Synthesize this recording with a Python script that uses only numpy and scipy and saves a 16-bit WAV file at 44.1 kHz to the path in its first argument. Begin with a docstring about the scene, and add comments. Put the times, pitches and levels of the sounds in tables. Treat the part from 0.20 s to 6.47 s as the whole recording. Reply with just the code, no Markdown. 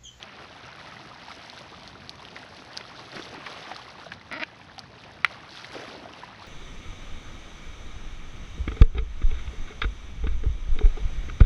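"""Small waves lap a rocky lake shore: crowds of ringing bubbles and filtered noise swell with each wavelet.
Noise bursts slap the stones; single ringing bubbles make plops, hollow glugs and droplet ticks.
A hand-held camera's plastic case creaks in two strokes of stick-slip pushes on damped modes, and snaps
in hard clicks, one far louder than the rest. Light wind, as slowly drifting low noise, rumbles on the microphone."""
import sys
import numpy as np
from scipy import signal
from scipy.fft import rfft, irfft, next_fast_len
from scipy.io import wavfile
from scipy.ndimage import uniform_filter1d

SR = 44100
rng = np.random.default_rng(int(sys.argv[2]) if len(sys.argv) > 2 else 0)


def store_wav(level_fs):
    """Save 16-bit WAV to argv[1]."""
    pcm = np.round(np.clip(np.atleast_2d(level_fs), -1, 1) * 32767)
    wavfile.write(sys.argv[1], SR, pcm.T.astype(np.int16))


N = 276507
T = np.arange(N) / SR  # time [s]


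def undb(db):
    """Level law: decibels to amplitude gain."""
    return 10 ** (np.asarray(db) / 20)


def unit(x):
    """Normalisation: scale to an rms of 1."""
    return x / np.sqrt(np.mean(x ** 2))


def add(out, start_s, sound):
    """Superposition: mix a short sound in at its start time."""
    i = int(np.clip(start_s * SR, 0, N - 1))
    out[i:i + len(sound)] += sound[:N - i]


def colour(x, spectrum):
    """Linear filtering: weight a sound by a spectrum, interpolated over log frequency; rms 1."""
    hz, db = np.transpose(spectrum)
    size = next_fast_len(N)
    bins_hz = np.maximum(np.fft.rfftfreq(size, 1 / SR), 1)
    gain = undb(np.interp(np.log(bins_hz), np.log(hz), db))
    return unit(irfft(rfft(x, size) * gain, size)[:N])


def walk(rate):
    """Smoothed random process: drift with a spread near 1 and `rate` new targets per second."""
    hold = max(int(SR / rate), 1)
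    targets = rng.standard_normal(N)[:N // hold + 1]
    return 1.4 * uniform_filter1d(np.repeat(targets, hold), hold)[:N]


def bubble(hz, cycles, rise):
    """Bubble resonance: an air pocket rings down by 60 dB, its pitch rising as it nears the surface."""
    age = np.arange(int(cycles * SR / hz) + 2) * hz / SR  # in cycles of the starting pitch
    life = age / cycles
    onset = 1 - np.exp(-4 * age)
    decay = np.exp(-np.log(1000) * life)
    return onset * decay * np.sin(2 * np.pi * age * (1 + rise * life / 2))


def froth(low_hz, high_hz, cycles, spread_db, count):
    """Incoherent summation: countless short rings of all pitches, most faint and a few strong."""
    out = np.zeros(N)
    for when, size, luck, ring in rng.random((count, 4)):
        strength = undb(-spread_db * np.log(1 - .99 * luck))
        hz = low_hz * (high_hz / low_hz) ** size
        add(out, when * N / SR, strength * bubble(hz, cycles * (.5 + ring), 0.42))
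    return unit(out)


def water(near, spectrum, far_db, flicker_db):
    """Near and far field: near detail over the smooth rush of the shore further off."""
    rush = undb(far_db) * rng.standard_normal(N)
    return colour(near + rush, spectrum) * undb(flicker_db * walk(25))


# wavelets reaching the stones: crest_s [s], wash_db [dB], rise_s [s], drain_s [s],
# spray_db [dB against the wash], gurgle_db [dB against the wash]
WAVELETS = [(0.02, -47, 0.11, 0.5, -16, -9), (0.67, -48, 0.82, 0.94, -5.5, -11),
            (1.09, -48, 0.11, .7, -3.5, -9.5), (1.63, -54.5, 0.045, 0.12, 0, -13),
            (2.16, -48.5, .22, 0.36, -5.5, -5.5), (2.58, -48.5, 0.22, .6, -3.3, -8),
            (2.8, -47, 0.038, 0.085, -2.5, -3), (2.965, -42, 0.04, 0.096, 0.5, -4),
            (3.16, -47, 0.087, .075, -8, 1), (3.3, -44.5, 0.17, 0.28, -3.5, -6.5),
            (3.48, -43.5, 0.2, 0.18, -4, -11), (3.81, -47, .05, 0.077, -4, -12),
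            (4.85, -54, .034, 0.1, -12, -2), (5.125, -46.8, 0.081, 0.16, -4.5, -7),
            (5.39, -46.5, 0.11, .145, 0, -19), (5.555, -42.5, 0.051, 0.23, -3.5, -1.5),
            (5.76, -49.5, 0.076, 0.24, -3, 0), (5.98, -48.5, .056, .25, -9, -18),
            (6.23, -50.5, .05, 0.37, -5, -14)]


def swell(shore_db, share_db):
    """Energy addition: the powers of wavelets that rise to a crest and drain add to the steady shore's."""
    t = T[::100]
    power = np.full(len(t), undb(shore_db) ** 2)
    for (crest_s, db, rise_s, drain_s, *_), share in zip(WAVELETS, share_db):
        distance = np.maximum((crest_s - t) / rise_s, (t - crest_s) / drain_s)
        power += (undb(db + share) * np.exp(-distance)) ** 2
    return np.interp(T, t, np.sqrt(power))


# spectrum of water washing over the stones: frequency_hz [Hz], density_db [dB per Hz]
WASH_SPECTRUM = [(250, -33), (500, -8), (730, 4.5), (1000, -2.1), (1300, -0.4), (2000, -1), (2900, -4),
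                 (4000, -9), (6000, -30)]
# spectrum of the fizz of breaking wavelets up to 7 kHz, and of a thin treble flicker above 7 kHz: frequency_hz
# [Hz], density_db [dB per Hz]
SPRAY_SPECTRUM = [(1500, -14), (2500, -0.5), (3500, 0.5), (4500, 0), (5500, -3), (6300, -7), (7500, -1.5),
                  (9000, -16.5), (11000, -4.5), (12000, -25)]
# spectrum of water gurgling in the gaps: frequency_hz [Hz], density_db [dB per Hz]
GURGLE_SPECTRUM = [(120, -22), (200, -6), (300, 0.5), (450, 0), (650, 3), (1000, -10), (2000, -103)]


def lapping():
    """Bubble acoustics: each wavelet washes over the stones, fizzes as it breaks and gurgles in the gaps."""
    *_, spray_db, gurgle_db = np.transpose(WAVELETS)
    wash_bubbles = froth(839, 3230, cycles=22.2, spread_db=3.1, count=2500)
    wash = water(wash_bubbles, WASH_SPECTRUM, far_db=8.0, flicker_db=0.68)
    fizz = froth(3040, 11900, cycles=15, spread_db=3.0, count=3000)
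    # thin treble tones flicker above 8 kHz, rising and falling with the spray's level
    treble_flicker = froth(8000, 10400, cycles=4.2, spread_db=3.5, count=1100)
    spray = water(fizz + undb(-0.5) * treble_flicker, SPRAY_SPECTRUM, far_db=3.5, flicker_db=1.27)
    gurgle_bubbles = froth(201.5, 780, cycles=16, spread_db=2.0, count=600)
    gurgle = water(gurgle_bubbles, GURGLE_SPECTRUM, far_db=14.5, flicker_db=0.98)
    # the shore levels are the steady lapping further along
    wash_level = swell(shore_db=-52.5, share_db=np.zeros(len(WAVELETS)))
    spray_level = swell(shore_db=-58.5, share_db=spray_db)
    gurgle_level = swell(shore_db=-57, share_db=gurgle_db)
    return wash * wash_level + spray * spray_level + gurgle * gurgle_level


# wavelets smacking against a stone face: start_s [s], level_db [dB]
SLAP_EVENTS = [(2.926, -39), (2.967, -32.5), (2.981, -36), (2.996, -38), (3.265, -29), (3.515, -35),
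               (5.542, -36)]
# spectrum of a slap: frequency_hz [Hz], density_db [dB per Hz]
SLAP_SPECTRUM = [(200, -31), (600, -9), (1500, 13), (3200, 3.5), (5500, -27), (10000, -41)]


def slaps(fade_s=0.0054):
    """Impact noise: sheets of water burst into a short spray of exponentially fading noise."""
    envelope, t = np.zeros(N), T[:SR // 10]
    for start_s, db in SLAP_EVENTS:
        add(envelope, start_s, undb(db) * np.exp(-t / fade_s))
    return envelope * colour(rng.standard_normal(N), SLAP_SPECTRUM)


def crack(fade_s=0.0017, low_hz=7000):
    """Impulsive radiation: a bright burst of noise a few milliseconds long."""
    t = T[:SR // 100]
    bright = signal.butter(4, low_hz, "high", fs=SR, output="sos")
    return signal.sosfilt(bright, rng.standard_normal(len(t)) * np.exp(-t / fade_s))


def splashes(table, cycles, gain_db, rise, twin_db, spatter_db, spatter_s, crack_db):
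    """Bubble entrainment: each bubble cracks, sheds a smaller twin and draws a spatter back from the rocks."""
    out, t = np.zeros(N), T[:SR // 10]
    for start_s, db, hz in table:
        band = signal.butter(2, [hz * 0.48, hz * 1.76], "band", fs=SR, output="sos")
        spatter = unit(signal.sosfilt(band, rng.standard_normal(len(t)))) * np.exp(-t / spatter_s)
        smaller, later = rng.random(2)
        twin = bubble(hz * (1.38 + 0.58 * smaller), cycles, rise)
        add(out, start_s, undb(db + gain_db) * bubble(hz, cycles, rise))
        add(out, start_s + 0.0024 * later, undb(db + twin_db) * twin)
        add(out, start_s, undb(db + spatter_db) * spatter)
        add(out, start_s, undb(db + crack_db) * crack())
    return out


# air pockets closing: start_s [s], level_db [dB before the gains of each part], pitch_hz [Hz at the start]
PLOP_EVENTS = [(0.601, -41, 1740), (0.67, -38, 1280), (1.115, -31.5, 2140), (1.335, -37.5, 880),
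               (1.409, -37.5, 590), (2.164, -28, 1990), (2.609, -31, 2000), (3.146, -32, 890),
               (3.263, -33, 2320), (3.268, -28, 1970), (3.514, -27, 753), (3.56, -32, 1210),
               (3.595, -35, 1100), (3.865, -32.5, 675), (3.919, -23, 1700), (4.012, -35.5, 2050),
               (4.58, -31.5, 770), (4.838, -35, 2500), (5.445, -27, 2030), (5.856, -33, 680),
               (6.034, -28, 975), (6.243, -37, 1340)]


def plops():
    """Cavity closure: trapped air pockets ring long, with a slight rise in pitch."""
    return splashes(PLOP_EVENTS, cycles=28, gain_db=1.0, rise=0.041, twin_db=-12.0,
                    spatter_db=-12, spatter_s=0.0089, crack_db=-15.5)


# water slapping into hollows under the stones: start_s [s], level_db [dB before the gains of each part],
# pitch_hz [Hz at the start]
GLUG_EVENTS = [(2.953, -37, 348), (2.963, -37.5, 197), (2.995, -32.5, 332), (3.128, -41, 296),
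               (3.178, -35.5, 302), (3.474, -42, 298), (5.553, -29.5, 510), (5.564, -32, 398),
               (5.644, -41, 556), (5.679, -39, 248)]


def glugs():
    """Hollow resonance: water slaps into hollows under the stones, with a marked rise in pitch."""
    return splashes(GLUG_EVENTS, cycles=12, gain_db=4.5, rise=0.22, twin_db=-6.5,
                    spatter_db=-26, spatter_s=.015, crack_db=-22)


# droplets hitting rock: start_s [s], level_db [dB before the gains of each part], pitch_hz [Hz at the start]
TICK_EVENTS = [(0.028, -26, 3160), (1.2988, -28.5, 4000), (1.6332, -35.5, 4160), (1.6764, -30.5, 4170),
               (1.8941, -22.5, 4100), (2.0512, -32, 3070), (2.0857, -35.5, 2870), (2.5688, -25.5, 4830),
               (2.574, -18, 4670), (3.5644, -27.5, 4200), (3.937, -34, 3840), (4.5815, -32.5, 3100),
               (4.5922, -24, 4600), (5.3842, -36, 3280), (5.5434, -37, 4380), (5.9354, -34.5, 2800)]


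def ticks():
    """Droplet impact: brief high rings, each with a faint bright crack."""
    return splashes(TICK_EVENTS, cycles=13.5, gain_db=7.0, rise=0.082, twin_db=-3,
                    spatter_db=-19.0, spatter_s=0.0065, crack_db=-11.5)


def modes(table, build_s):
    """Modal superposition: damped modes build up after a push and ring down."""
    t = T[:SR // 20]
    ring = np.zeros(len(t))
    for hz, t60_s, db in table:
        ring += undb(db) * np.exp(-np.log(1000) * t / t60_s) * np.sin(2 * np.pi * hz * t)
    return ring * (1 - np.exp(-t / build_s))


# modes of the plastic case: pitch_hz [Hz], t60_s [s], level_db [dB]
CASE_MODES = [(1385, .014, -0.5), (2040, 0.0077, 6.5), (2290, 0.0096, 0.5), (2620, 0.012, -10),
              (3320, 0.0099, -7.5), (3980, 0.011, -12.5), (5300, 0.009, -19.5)]


def case_ring():
    """Impulse response: the plastic case after one push; peak 1."""
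    ring = modes(CASE_MODES, build_s=0.00065)
    return ring / np.abs(ring).max()


# the case slipping in the grip: start_s [s], length_s [s], first_rate [slips per s],
# final_rate [slips per s, approached], level_db [dB], fade [dB per s]
CREAK_STROKES = [(4.1135, .07, 135, 335, -26, 88), (4.197, .036, 240, 340, -25.5, 20)]
# the rubbed wall, three flexing modes and two thin edge tones: pitch_hz [Hz], t60_s [s], level_db [dB]
WALL_MODES = [(323, 0.021, -8), (660, 0.023, -5), (922, 0.031, -10), (4090, 0.01, -14), (4930, 0.0073, -6)]


def creak(jitter=0.057, scatter_db=2.0, wall_db=-2, soft_hz=5200, speedup_s=.027):
    """Stick-slip friction: quickening gritty slips ring the case and flex its wall; the grip dulls the top."""
    pushes = np.zeros(N)
    grit_gain = undb(-16) / 2
    for start_s, length_s, first_rate, final_rate, db, fade in CREAK_STROKES:
        age = 0
        for late, strong, *grit in rng.standard_normal((40, 66)):
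            fading_grit = grit_gain * np.array(grit) * np.linspace(1, 0, len(grit))
            push = np.r_[1, fading_grit]
            if age < length_s:
                add(pushes, start_s + age, undb(db - fade * age + scatter_db * strong) * push)
            rate = final_rate + (first_rate - final_rate) * np.exp(-age / speedup_s)
            age += (1 + jitter * late) / rate
    body = case_ring() + undb(wall_db) * modes(WALL_MODES, build_s=0.00026)
    grip = signal.butter(8, [120, soft_hz], "band", fs=SR, output="sos")
    return signal.sosfilt(grip, signal.fftconvolve(pushes, body)[:N])


# the case snapping into place and rattling: start_s [s], level_db [dB],
# pitch_ratio [ratio applied to the mode pitches], crack_db [dB against the ring]
SNAP_EVENTS = [(4.126, -25, 1.06, -1), (4.2341, -14.5, 1.18, -18.5), (5.0460, -2, 0.998, -13),
               (5.05, -23, 1.2, -20), (5.0623, -28, 1.13, -24)]


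def snaps(tail_db=-28, tail_s=0.014):
    """Impulse excitation: hard clicks ring the case, most at raised mode pitches; each leaves a faint shiver."""
    out, t = np.zeros(N), T[:SR // 20]
    for start_s, db, pitch_ratio, crack_db in SNAP_EVENTS:
        ring = np.interp(t * pitch_ratio, t, case_ring())
        rattle = signal.fftconvolve(rng.standard_normal(len(t)), ring)[:len(t)]
        shiver = unit(rattle) * np.exp(-t / tail_s)
        add(out, start_s, undb(db) * (ring + undb(tail_db) * shiver))
        add(out, start_s, undb(db + crack_db) * crack())
    # so small a part radiates little bass
    return signal.sosfilt(signal.butter(1, 700, "high", fs=SR, output="sos"), out)


# spectrum of wind on the microphone: frequency_hz [Hz], density_db [dB per Hz]
WIND_SPECTRUM = [(20, -56), (35, -16), (60, -4.5), (120, 0), (160, -2.5), (210, -4), (400, -18.5),
                 (1000, -17), (4000, -72)]


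def wind(level_db=-53.5, gust_db=0.9):
    """Flow noise: a light breeze rumbles on the microphone, its level drifting slowly."""
    return colour(rng.standard_normal(N), WIND_SPECTRUM) * undb(level_db + gust_db * walk(3.89))


def scene():
    """Superposition: water, the handled camera and the breeze."""
    shore = lapping() + slaps() + plops() + glugs() + ticks()
    camera = creak() + snaps()
    return (shore + camera + wind())[None]


def record(dry, knee_hz=6500, leak_db=-12.5, top_hz=11500):
    """Band limiting: the camera passes little above its knee and cuts the top."""
    low = signal.sosfilt(signal.butter(14, knee_hz, fs=SR, output="sos"), dry)
    leak = signal.sosfilt(signal.butter(14, knee_hz, "high", fs=SR, output="sos"), dry)
    top_cut = signal.ellip(8, .2, 60, top_hz, fs=SR, output="sos")  # 0.2 dB ripple, 60 dB rejection
    return signal.sosfilt(top_cut, low + undb(leak_db) * leak)


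dry = scene()
out = record(dry)
store_wav(out)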